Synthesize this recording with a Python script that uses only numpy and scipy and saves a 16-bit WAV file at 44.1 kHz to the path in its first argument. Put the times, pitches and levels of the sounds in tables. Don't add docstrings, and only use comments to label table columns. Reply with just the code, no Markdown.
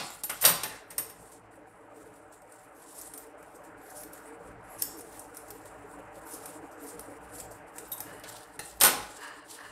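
import sys
import numpy as np
from scipy import signal
from scipy.fft import rfft, irfft, next_fast_len
from scipy.io import wavfile

SR = 44100
rng = np.random.default_rng(int(sys.argv[2]) if len(sys.argv) > 2 else 0)


def invert_db(level):
    return 10 ** (np.asarray(level, dtype=float) / 20)


def materialize(psi):
    bounded = np.clip(np.atleast_2d(psi).T, -1, 1)
    quanta = np.round(bounded * 32767).astype(np.int16)
    wavfile.write(sys.argv[1], SR, quanta)


N = 428211
LEAD = 4410


def rms_one(x):
    return x / np.sqrt(np.mean(x ** 2) + 1e-20)


def in_time(rows):
    s, *columns = np.transpose(rows)
    return [np.interp(np.arange(N) / SR, s, c) for c in columns]


def at_hz(points, hz):
    table_hz, values = np.transpose(points)
    return np.interp(np.log(hz), np.log(table_hz), values)


def drift(rate):
    r = np.exp(-80 * np.pi * rate / SR)
    slow = signal.lfilter([1], [1, -2 * r, r * r], rng.standard_normal(N // 40 + 2002))[2000:]
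    return np.interp(np.arange(N) / 40, np.arange(len(slow)), rms_one(slow))


def band(x, low_hz, high_hz):
    edges = [low_hz, min(high_hz, .45 * SR)]
    return signal.sosfilt(signal.butter(2, edges, "band", fs=SR, output="sos"), x)


def wavering(x, edges, depth_db, rate):
    out = 0
    for k, (low, high) in enumerate(zip(edges, edges[1:])):
        out = out + (-1) ** k * band(x, low, high) * invert_db(depth_db * drift(rate))
    return out


def coloured(size, spectrum):
    size_fft = next_fast_len(size)
    hz = np.arange(size_fft // 2 + 1) * SR / size_fft + 1
    shaped = rfft(rng.standard_normal(size_fft)) * invert_db(at_hz(spectrum, hz))
    return rms_one(irfft(shaped, size_fft)[:size])


def resonances(x, modes):
    out = 0
    for k, (hz, width, level_db) in enumerate(modes):
        r = np.exp(-np.pi * width / SR)
        poles = [1, -2 * r * np.cos(2 * np.pi * hz / SR), r * r]
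        out = out + (-1) ** k * invert_db(level_db) * signal.lfilter([1 - r, 0, r - 1], poles, x)
    return rms_one(out)


def swells(rows, rest_db, edge_db, bend, stop_db_per_s):
    t = np.arange(0, N / SR + .002, .001)
    s, rise, fall, db = np.array(rows).T[:, :, None]
    span, away = np.where(t < s, rise, fall).clip(.004), abs(t - s)
    sink = edge_db * np.minimum(away / span, 1) ** bend
    level = db - sink - stop_db_per_s * np.maximum(away - span, 0)
    return np.interp(np.arange(N) / SR, t, np.maximum(level.max(axis=0), rest_db))


def bursts(times, level_db, t60s, rise_s):
    out, t = np.zeros(N + LEAD + SR // 4), np.arange(SR // 4) / SR
    for s, db, t60, rise in zip(times, level_db, t60s, rise_s + np.zeros(len(times))):
        at = LEAD + round(s * SR)
        out[at:at + len(t)] += invert_db(db - 60 * t / max(t60, .004)) * (1 - np.exp(-t / rise))
    return out[:N + LEAD]


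def struck(times, level_db, modes, spread_db, rattle_s, top_db=0):
    at, out = LEAD + np.round(np.asarray(times) * SR).astype(int), np.zeros(N + LEAD)
    chance, white = rng.standard_normal((len(at), len(modes))), rng.standard_normal(N + LEAD)
    fade = invert_db(-60 / (rattle_s * SR))
    for k, (hz, mode_db, t60) in enumerate(modes):
        clicks = np.full(N + LEAD, 1e-18)
        top_mode = hz > 13500
        clicks[at] = invert_db(level_db + mode_db + top_db * top_mode + spread_db * chance[:, k])
        rattle = white * signal.lfilter([np.sqrt(1 - fade ** 2)], [1, -fade], clicks)
        r, w = invert_db(-60 / (t60 * SR)), 2 * np.pi * hz / SR
        out += signal.lfilter([0, np.sin(w)], [1, -2 * r * np.cos(w), r * r], rattle)
    return out


# (time [s], drone level [dB])
FAN = [(0.0, -56), (.3, -59), (.8, -52.5), (1.7, -54.5), (2.05, -53), (2.4, -54.5), (3.5, -50.5),
       (4.4, -49), (4.57, -51.5), (4.7, -48.5), (5.3, -50.5), (6.3, -47.5), (8.3, -49), (8.6, -53.5),
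       (9.71, -53.5)]
# (frequency [Hz], density [dB per Hz])
DRONE = [(290, -26), (500, -6.5), (530, 1), (687, -11.5), (771, 1.5), (1200, -2), (1460, -1.5), (2900, -17),
         (3500, -33), (6500, -52), (11000, -120)]
# (frequency [Hz], width [Hz], level [dB])
ROOM_MODES = [(286.7, 24.5, 1), (331.4, 33, -1), (443.7, 47, 0.5), (487.8, 28, 0.5), (578, 55, 3),
              (760, 67, 0), (932, 17, -2.5)]
# (frequency [Hz], width [Hz], level [dB])
RUMBLE_MODES = [(55, 9.4, -2), (108.1, 8.8, 0), (170.6, 24, -6.5), (231, 12, -15.5), (33, 14, -11)]
# (fullest at [s], rise [s], fall [s], level [dB])
DROP_BOOMS = [
    (.5, 0.041, 0.1, -48),
    (8.88, 0.037, 0.11, -39),
]
# (fullest at [s], rise [s], fall [s], level [dB])
SHAKES = [(0.0, .1, .15, -56.5), (.5, 0.06, 0.1, -51.5), (1.0, 0.12, 0.6, -59.5), (2.05, 0.27, 0.37, -63.5),
          (2.95, 0.37, 0.24, -63), (3.55, 0.28, 0.98, -59), (4.57, 0.19, 0.11, -52),
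          (4.9, 0.23, 0.51, -58.5), (6.16, 0.71, 0.56, -57), (7.33, 0.65, 0.5, -56.5),
          (8.03, 0.54, 0.26, -55), (8.9, 0.25, 0.2, -55), (9.75, .3, .1, -61.5)]
# (frequency [Hz], width [Hz])
NOTCHES = [(78, 35), (372, 28), (520, 79), (685, 31)]


def fan():
    booms_db = swells(DROP_BOOMS, -90, edge_db=9.5, bend=0.86, stop_db_per_s=94)
    drone_db = np.maximum(in_time(FAN)[0], booms_db)
    rumble_db = swells(SHAKES, rest_db=-67.5, edge_db=5, bend=0.9, stop_db_per_s=39.5)
    low = resonances(rng.standard_normal(N), ROOM_MODES[:4]) * invert_db(2.8 * drift(8.1))
    high = resonances(rng.standard_normal(N), ROOM_MODES[4:]) * invert_db(2.0 * drift(8.3))
    air = wavering(coloured(N, DRONE), 400 * 2 ** np.arange(0, 4.1, .33), depth_db=1.8, rate=8)
    rumble = resonances(rng.standard_normal(N), RUMBLE_MODES) * invert_db(2.5 * drift(6))
    out = invert_db(drone_db) * (0.57 * low + 0.52 * high + 0.58 * rms_one(air)) + invert_db(rumble_db) * rumble
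    for hz, width in NOTCHES:
        out = signal.lfilter(*signal.iirnotch(hz, hz / width, fs=SR), out)
    return out


def puffs():
    puffs_per_s, puff_db, puff_cycles = 90, -8, 24
    strength = invert_db(3.5 * rng.exponential(1, N).clip(0, 3))
    born = (rng.random(N) < puffs_per_s / SR) * strength + 1e-18
    dealt, out = rng.integers(0, 24, N), 0
    for k, hz in enumerate(np.geomspace(420, 1900, 24)):
        r = invert_db(-60 * hz / (puff_cycles * SR))
        poles = [1, -2 * r * np.cos(2 * np.pi * hz / SR), r * r]
        soft_start = signal.lfilter([1, 0, -1], poles, born * (dealt == k))
        tones = rms_one(signal.lfilter([1], poles, soft_start))
        out = out + tones * invert_db(-5.5 * np.log2(hz / 420))
    return invert_db(in_time(FAN)[0] + puff_db) * rms_one(out)


# (frequency [Hz], level [dB], t60 [s])
BLADES = [(4900, -17, .03), (5620, -17, .03), (6500, -17, .03), (7660, -11, .04), (8790, -2, .06),
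          (9700, -4, .03), (10500, -10, .04), (11420, 0, .07), (12500, -9, .04), (13200, -9, .04),
          (13860, -3, .06), (14020, 0, .07), (14200, -4, .05)]
# (frequency [Hz], density [dB per Hz])
HISS = [(2940, -41), (5000, -16), (6360, -11), (7410, 0.5), (9860, 0), (12400, -9.5), (13700, -10),
        (14300, -10), (16200, -12.5)]
# (fullest at [s], rise [s], fall [s], level [dB])
HISS_SWELLS = [(1.35, .2, 0.049, -57.5), (1.52, 0.012, 0.1, -66), (1.68, 0.025, 0.39, -69.5),
               (1.97, 0.041, 0.37, -63.5), (2.325, 0.014, 0.089, -60.5), (2.56, 0.15, 0.18, -61),
               (2.97, 0.22, 0.22, -54), (3.19, .06, 0.11, -58.5), (3.45, 0.068, 0.17, -62.5),
               (3.66, .04, 0.074, -62), (3.92, 0.14, 0.2, -57.5), (4.13, 0.0095, 0.23, -55),
               (4.46, .08, .1, -61.5), (4.75, 0.096, .06, -57.5), (4.92, 0.066, 0.14, -56),
               (5.14, 0.11, 0.17, -55), (5.36, 0.07, 0.73, -60), (5.69, 0.049, 0.11, -60),
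               (5.89, 0.013, 0.24, -62.5), (6.16, 0.041, 0.14, -59.5), (6.306, 0.063, 0.25, -53.5),
               (6.48, .03, 0.123, -55), (6.64, 0.036, 0.068, -60), (6.875, 0.093, 0.13, -52),
               (7.02, 0.033, 0.15, -56), (7.235, 0.022, 0.088, -60), (7.38, 0.088, 0.095, -53),
               (7.54, 0.053, 0.059, -59), (7.685, 0.017, .04, -62.5), (7.77, 0.047, 0.2, -56),
               (7.96, 0.053, 0.31, -56)]
# (fullest at [s], rise [s], fall [s], level [dB], dull level [dB])
HANDLING = [
    (0.0, 0.043, 0.22, -48, -63),
    (.5, 0.15, 0.24, -46, -43),
    (.72, .05, 0.09, -55, -46),
    (.95, 0.084, 0.32, -63, -72.5),
    (8.3, 0.061, 0.13, -52, -52),
    (8.63, .025, 0.11, -47.5, -53),
    (8.78, 0.36, 0.037, -57.5, -64),
    (8.9, .08, 0.291, -49, -47),
    (9.25, 0.19, 0.14, -55, -48),
    (9.51, 0.024, 0.23, -50.5, -52),
]


def rubbing():
    rest_db, rest_dull_db = -80, -79
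    hiss_db = swells(HISS_SWELLS, rest_db, edge_db=10.0, bend=1.4, stop_db_per_s=450)
    hands = np.array(HANDLING)
    hands_db = swells(hands[:, :4], rest_db, edge_db=9.5, bend=1.0, stop_db_per_s=257)
    bright_db = np.maximum(hiss_db, hands_db)
    cloth_db = swells(hands[:, [0, 1, 2, 4]], rest_dull_db, edge_db=8, bend=1.3, stop_db_per_s=300)
    dull_db = np.maximum(-69.5 + 1.05 * (hiss_db + 62.0), cloth_db)
    grain = invert_db(1.6 * drift(60) + 2.2 * drift(14))
    blade_modes = [(hz, 200, db - 4 * (hz > 13500)) for hz, db, t60 in BLADES]
    singing = resonances(rng.standard_normal(N), blade_modes)
    singing = singing * invert_db(5.0 * drift(9) + .8 * (hiss_db + 58))
    flecks = wavering(coloured(N, HISS), 2800 * 2 ** np.arange(0, 2.7, .3), depth_db=3.0, rate=11)
    bright = rms_one(rms_one(flecks) + .16 * singing)
    dull = rms_one(band(band(rng.standard_normal(N), 2600, 7300), 2600, 6500))
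    dull_db = np.minimum(dull_db - 4.5, bright_db - 3.5)
    return grain * (invert_db(bright_db) * bright + invert_db(dull_db) * dull)


# (frequency [Hz], t60 [s])
ROOM_T60 = [(100, 0.31), (1000, 0.71), (4000, 0.51), (9000, 0.41), (16000, 0.28)]


def room(x):
    t, tail = np.arange(SR) / SR, 0
    edges = 60 * 2 ** np.arange(0, 8.6, .5)
    for low, high in zip(edges, edges[1:]):
        fall = invert_db(-60 * t / at_hz(ROOM_T60, low * 1.52))
        tail = tail + band(rng.standard_normal(SR), low, high) * fall
    tail = tail * np.clip((t - .004) / 0.002, 0, 1)
    return signal.fftconvolve(x, tail / np.sqrt(np.sum(tail ** 2)))[:len(x)]


# (frequency [Hz], density [dB per Hz])
CRACK = [(2650, -33), (4500, -18), (5400, -7.5), (7250, -10), (8840, 1), (10400, -5), (11900, -4),
         (13100, -9), (14300, -3.5), (16200, -20.5)]


def steel_crack(white, s, db, mid_db, t60, rise, ring_db, top_db):
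    middle = bursts(s, db + mid_db - 1.0, t60, rise) * rms_one(band(white, 2140, 5400))
    body = bursts(s, db - 6, t60, rise)
    front = bursts(s, db - 14.0, t60 / 11.0, rise / 3)
    chatter_db, chatter_hz = 3.5, 180
    chatter = rms_one(signal.lfilter(*signal.butter(2, chatter_hz, fs=SR), white[::-1]))
    crack = (body + front) * coloured(N + LEAD, CRACK) * invert_db(chatter_db * chatter - 1.5)
    ring = struck(s + rise, ring_db + db - 16, BLADES, spread_db=2.5, rattle_s=.1, top_db=top_db)
    return middle + crack + ring


# (time [s], peak level [dB], low part [dB], middle part [dB], crack t60 [s])
KNOCKS = [(0.2354, -13, -27, -20, 0.02), (0.2945, -17, -17, -33, 0.051), (0.411, -20.5, -25, -27.5, 0.056),
          (0.4224, -14, -22, -21, 0.038), (0.4384, -21, -6.5, -22, 0.096),
          (0.4499, -5.5, -22.5, -9.5, 0.084), (0.476, -18, -25, -15, 0.05),
          (0.4894, -16, -20, -25.5, 0.056), (0.633, -16.5, -13.5, -5, 0.038),
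          (0.9038, -33.5, -17, -19, 0.074), (0.9802, -14.5, -23, -31, 0.039),
          (1.0944, -33, -20, -27.5, 0.054), (8.2357, -42.5, -3.5, -2.5, 0.073),
          (8.8014, -20.5, -18, -27, 0.033), (8.8104, -6, -18, -14, 0.066), (8.8353, 2.5, -18.5, -18, 0.019),
          (8.8474, -12, -14.5, -8.5, 0.13)]
# (top blade modes [dB], rise [s])
LANDINGS = [(-0.5, 0.00098), (-5.5, .002), (-2, .004), (3, 0.0016), (5, 0.0027), (3.5, .002), (4, .0015),
            (5.5, 0.002), (3.5, 0.0022), (-1, 0.0043), (-0.5, 0.0009), (0.5, .0012), (-5, .0012),
            (0, 0.0013), (0, 0.00099), (-5, .0006), (-5, 0.00051), (-6, .002)]
# (frequency [Hz], level [dB], t60 [s])
TRAY = [(575, -3, .1), (850, -3, .1), (1060, -3, .07), (1480, 0, .1), (1850, -4, .05), (2700, -5, .05),
        (3800, -6, .06)]


def tray_knocks(white):
    earlier_drop = (-.06, -20, -7.0, 0.71, 0.093)
    s, db, low_db, mid_db, t60 = np.transpose([earlier_drop] + list(KNOCKS))
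    top_db, rise = np.transpose(LANDINGS)
    thud = bursts(s, db + low_db + 4, 1.81 * t60, 0.0033) * rms_one(band(white, 490, 2800))
    tray = struck(s + .002, db + low_db - 10, TRAY, spread_db=4, rattle_s=.08)
    table = rms_one(band(band(white, 120, 400), 120, 400))
    boom = bursts(s + 0.015, db + low_db - 12.0, 2.9 * t60, 0.0091) * table
    ring_db = np.where(s > 0, -1.5, -12.5)
    crack = steel_crack(white, s, db, mid_db, t60, rise.clip(.0003), ring_db, top_db)
    return thud + tray + boom + crack


# (time [s], peak level [dB], middle part [dB], loudest pitch [Hz])
SNIPS = [(0.1027, -36, -9, 11000), (1.319, -41.5, -23, 8370), (2.323, -48, -18, 8710),
         (2.4189, -48.5, -16, 8400), (2.5212, -43.5, -21, 9000), (3.1366, -29.5, -18, 9400),
         (3.1762, -28.5, -25, 14160), (3.4271, -47, -22.5, 8440), (3.6481, -48.5, -17, 7760),
         (4.033, -31.5, -18, 13200), (4.1321, -32, -30, 11900), (4.701, -48, -30, 11500),
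         (4.8215, -15, -22.5, 13100), (5.0075, -34.5, -26, 10400), (5.1928, -29.5, -43, 9740),
         (5.3457, -39, -24, 10000), (5.3682, -32, -24, 10700), (5.5039, -31.5, -16, 13900),
         (5.655, -40, -14, 9000), (6.2587, -52, -25, 11100), (6.4573, -26.5, -19.5, 10400),
         (6.993, -30, -20, 11650), (7.4001, -27.5, -16.5, 7700), (7.7822, -27.5, -15.5, 8100),
         (7.9168, -25.5, -27, 11900), (7.9314, -31, -27, 11700), (7.9785, -31, -28, 8920),
         (8.0038, -23, -20, 12800), (8.1958, -40, -23, 9600), (8.5913, -24.5, -28, 9500)]


def snips(white):
    at, peak_db, mid_db, pitches = np.transpose(SNIPS)
    each = np.ones(len(at))
    fall = .033 * each
    out = bursts(at, peak_db + mid_db - 1.0, fall, 0.00082) * rms_one(band(white, 1100, 2800))
    for s, db, hz, t60 in zip(at, peak_db, pitches, fall):
        i = LEAD + round(s * SR)
        size = min(SR // 8, N + LEAD - i)
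        noise = white[i:i + size]
        piece = bursts([-LEAD / SR], [db - 9.5], [t60], 0.00073)[:size]
        out[i:i + size] += piece * rms_one(band(noise, .9 * hz, 1.1 * hz))
        chime = bursts([-LEAD / SR], [db - 23], [3 * t60], .001)[:size]
        out[i:i + size] += chime * rms_one(band(noise, .988 * hz, 1.012 * hz))
    crack = steel_crack(white, at, peak_db, mid_db, fall, .0012 * each, ring_db=-10.5, top_db=-3 * each)
    return out + crack


# (start [s], length [s], from [Hz], to [Hz], level [dB])
SQUEALS = [(2.758, .1, 11400, 11000, -62), (2.867, 0.11, 10000, 9600, -59), (2.967, 0.039, 9300, 8500, -49),
           (2.98, 0.033, 9600, 9460, -49), (2.95, 0.067, 11200, 11500, -54), (2.91, .05, 13800, 13800, -65),
           (3.135, 0.057, 8800, 8800, -54), (3.175, .06, 13950, 13900, -58),
           (3.812, 0.16, 11600, 10800, -59.5), (3.835, 0.092, 9400, 9100, -66),
           (3.95, .045, 9950, 9040, -47.5), (3.985, .05, 10600, 10900, -49), (3.98, .06, 13500, 13200, -56),
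           (4.69, .08, 11400, 10900, -53.5), (4.783, 0.051, 10000, 8950, -44),
           (4.965, .045, 11700, 13300, -52), (5.372, .07, 10400, 10500, -57),
           (6.25, 0.066, 11500, 10600, -54), (6.301, 0.053, 10300, 9260, -46),
           (6.25, .11, 14000, 14000, -55), (6.81, .07, 14100, 14100, -57), (6.82, .04, 11500, 11300, -54),
           (6.855, 0.071, 10040, 8460, -50), (7.003, .015, 10000, 10100, -50),
           (7.005, .015, 8800, 8900, -51), (7.297, 0.064, 8900, 9300, -61), (7.335, .06, 11400, 11100, -54),
           (7.362, 0.057, 9970, 9500, -50), (7.33, .07, 14100, 14000, -59), (7.87, .04, 14000, 13800, -55),
           (7.915, 0.042, 11500, 11550, -51)]
# (start [s], length [s], frequency [Hz], level [dB])
RATTLES = [
    (.447, 0.069, 14000, -27),
    (.447, .04, 11450, -30),
    (.447, 0.026, 8790, -30),
    (8.809, 0.05, 11480, -27),
    (8.832, 0.037, 8800, -24),
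    (8.85, .05, 1480, -32),
    (.294, .08, 1350, -46),
    (.294, 0.055, 2600, -50),
    (.65, .15, 1900, -51),
]


def squeals():
    out = np.zeros(N)
    undertone = .59
    steady = [(s, length, hz, hz, db) for s, length, hz, db in RATTLES]
    for s, length, from_hz, to_hz, db in list(SQUEALS) + steady:
        slip = rng.standard_normal((2, 2, SR // 4))
        u = np.clip(np.arange(SR // 4) / SR / length, 0, 1)
        turn = 2 * np.pi * np.cumsum(from_hz + (to_hz - from_hz) * u) / SR
        width_hz = 120 + .3 * abs(to_hz - from_hz)
        slip = signal.lfilter(*signal.butter(1, width_hz, fs=SR), slip)
        tone = rms_one(slip[0, 0] * np.cos(turn) + slip[0, 1] * np.sin(turn))
        under = rms_one(slip[1, 0] * np.cos(undertone * turn) + slip[1, 1] * np.sin(undertone * turn))
        tone = tone + invert_db(-12.5) * (to_hz < from_hz < 10400) * under
        i = round(s * SR)
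        out[i:i + len(u)] += invert_db(db - 1.5) * np.sqrt(np.sin(np.pi * u).clip(0)) * tone
    return out


# (time [s], level [dB])
COMB_TAPS = [
    (.655, -28),
    (.7, -37),
    (.76, -42),
    (8.592, -26),
]
# (frequency [Hz], level [dB], t60 [s])
COMB = [(830, -7, .025), (1850, 0, .012), (2700, -6, .01), (4050, -2, .007), (5800, -3, .003),
        (9450, -7, .004)]


def comb_taps():
    return struck(*np.transpose(COMB_TAPS), COMB, spread_db=0, rattle_s=.08)


# (time [s], peak level [dB], loudest pitch [Hz], swell [s])
SHEARS = [(1.2, -47.5, 8600, 0.018), (2.75, -51, 11400, 0.02), (2.924, -51, 9500, 0.0074),
          (2.93, -58, 5840, .02), (2.949, -38, 9700, 0.009), (2.982, -36, 9650, 0.011),
          (3.015, -27.5, 12100, 0.0042), (3.55, -45.5, 8700, 0.011), (3.9, -39, 10900, 0.011),
          (3.954, -37.5, 9800, 0.028), (4.0, -39, 10900, 0.012), (4.773, -39, 9800, 0.031),
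          (4.822, -22, 10000, 0.0031), (4.971, -42, 11500, .006), (4.984, -36.5, 9300, 0.01),
          (5.28, -54, 12000, .006), (5.484, -40, 9700, 0.0053), (6.29, -42, 10900, 0.027),
          (6.345, -36, 11200, 0.01), (6.335, -30, 9700, 0.009), (6.5, -50, 10200, 0.0051),
          (6.71, -46, 8300, 0.016), (6.83, -44, 13700, 0.017), (6.87, -40, 9800, 0.013),
          (6.889, -37.5, 9000, 0.012), (7.015, -47, 10000, 0.0044), (7.345, -50, 11200, 0.013),
          (7.385, -34, 7550, 0.0055), (7.51, -40, 8640, 0.012), (7.756, -41, 13800, 0.01)]


def shears():
    out, t = np.zeros(N + LEAD), np.arange(SR // 8) / SR
    for s, db, hz, swell in SHEARS:
        shape = ((t / swell) * np.exp(1 - t / swell)) ** 1.5
        grains = invert_db(2.5 * rng.standard_normal(len(t) // 40 + 1)).repeat(40)[:len(t)]
        strands = rng.standard_normal(len(t)) * grains
        crunch = .45 * rms_one(band(strands, .96 * hz, 1.04 * hz))
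        crunch += .2 * rms_one(band(strands, .57 * hz, .62 * hz))
        crunch += 1.1 * rms_one(band(band(strands, 4500, 15000), 5500, 14500))
        i = LEAD + round((s - .004) * SR)
        out[i:i + len(t)] += invert_db(db - 15) * shape * crunch
    return out


# (time [s], level [dB])
HANDLE_CLINK = (7.919, -32)
# (frequency [Hz], level [dB], t60 [s])
HANDLES = [(3800, -5, 0.019), (7730, -5, .04), (11550, 3, 0.055), (13860, -2, .06), (15400, -1, .05)]


def handle_clink():
    s, db = HANDLE_CLINK
    return struck([s], db, HANDLES, spread_db=0, rattle_s=.08)


# (fullest at [s], rise [s], fall [s], level [dB])
SLIDE = [
    (8.07, 0.025, 0.45, -52.5),
    (9.24, 0.048, 0.18, -42),
    (9.33, 0.044, 0.055, -51),
    (9.59, 0.015, 0.062, -46.5),
    (9.65, 0.071, 0.16, -46.5),
]
# (frequency [Hz], width [Hz], level [dB])
SLIDE_BODY = [(1030, 250, -0.5), (1740, 200, 2.5), (2906, 140, -5), (4200, 250, -14.5), (4900, 200, -15)]


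def slide():
    level_db = swells(SLIDE, -100, edge_db=10.0, bend=0.7, stop_db_per_s=220) + 1.5 * drift(45)
    return invert_db(level_db) * resonances(rng.standard_normal(N), SLIDE_BODY)


def scene():
    white = rng.standard_normal(N + LEAD)
    hits = tray_knocks(white) + snips(white) + comb_taps() + shears() + handle_clink()
    hits = (hits + invert_db(-6.5) * room(hits))[LEAD:]
    return (fan() + puffs() + rubbing() + hits + squeals() + slide())[None]


def band_limit(x):
    return signal.sosfilt(signal.butter(12, 16620, fs=SR, output="sos"), x)


def record(dry):
    hz = np.fft.rfftfreq(N, 1 / SR)
    mic_edge_hz, mic_edge_db, cutoff_hz = 14230, -7, 15780
    top_db = mic_edge_db * np.clip((hz - mic_edge_hz) / 150, 0, 1)
    top_db = top_db - 26 * np.clip((hz - cutoff_hz + 50) / 80, 0, 1)
    rounded = .8 * np.tanh(dry / .8)
    mix = irfft(rfft(rounded) * invert_db(top_db), N)
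    mix = signal.sosfilt(signal.butter(2, 32, "high", fs=SR, output="sos"), mix)
    return band_limit(mix)


dry = scene()
out = record(dry)
materialize(out)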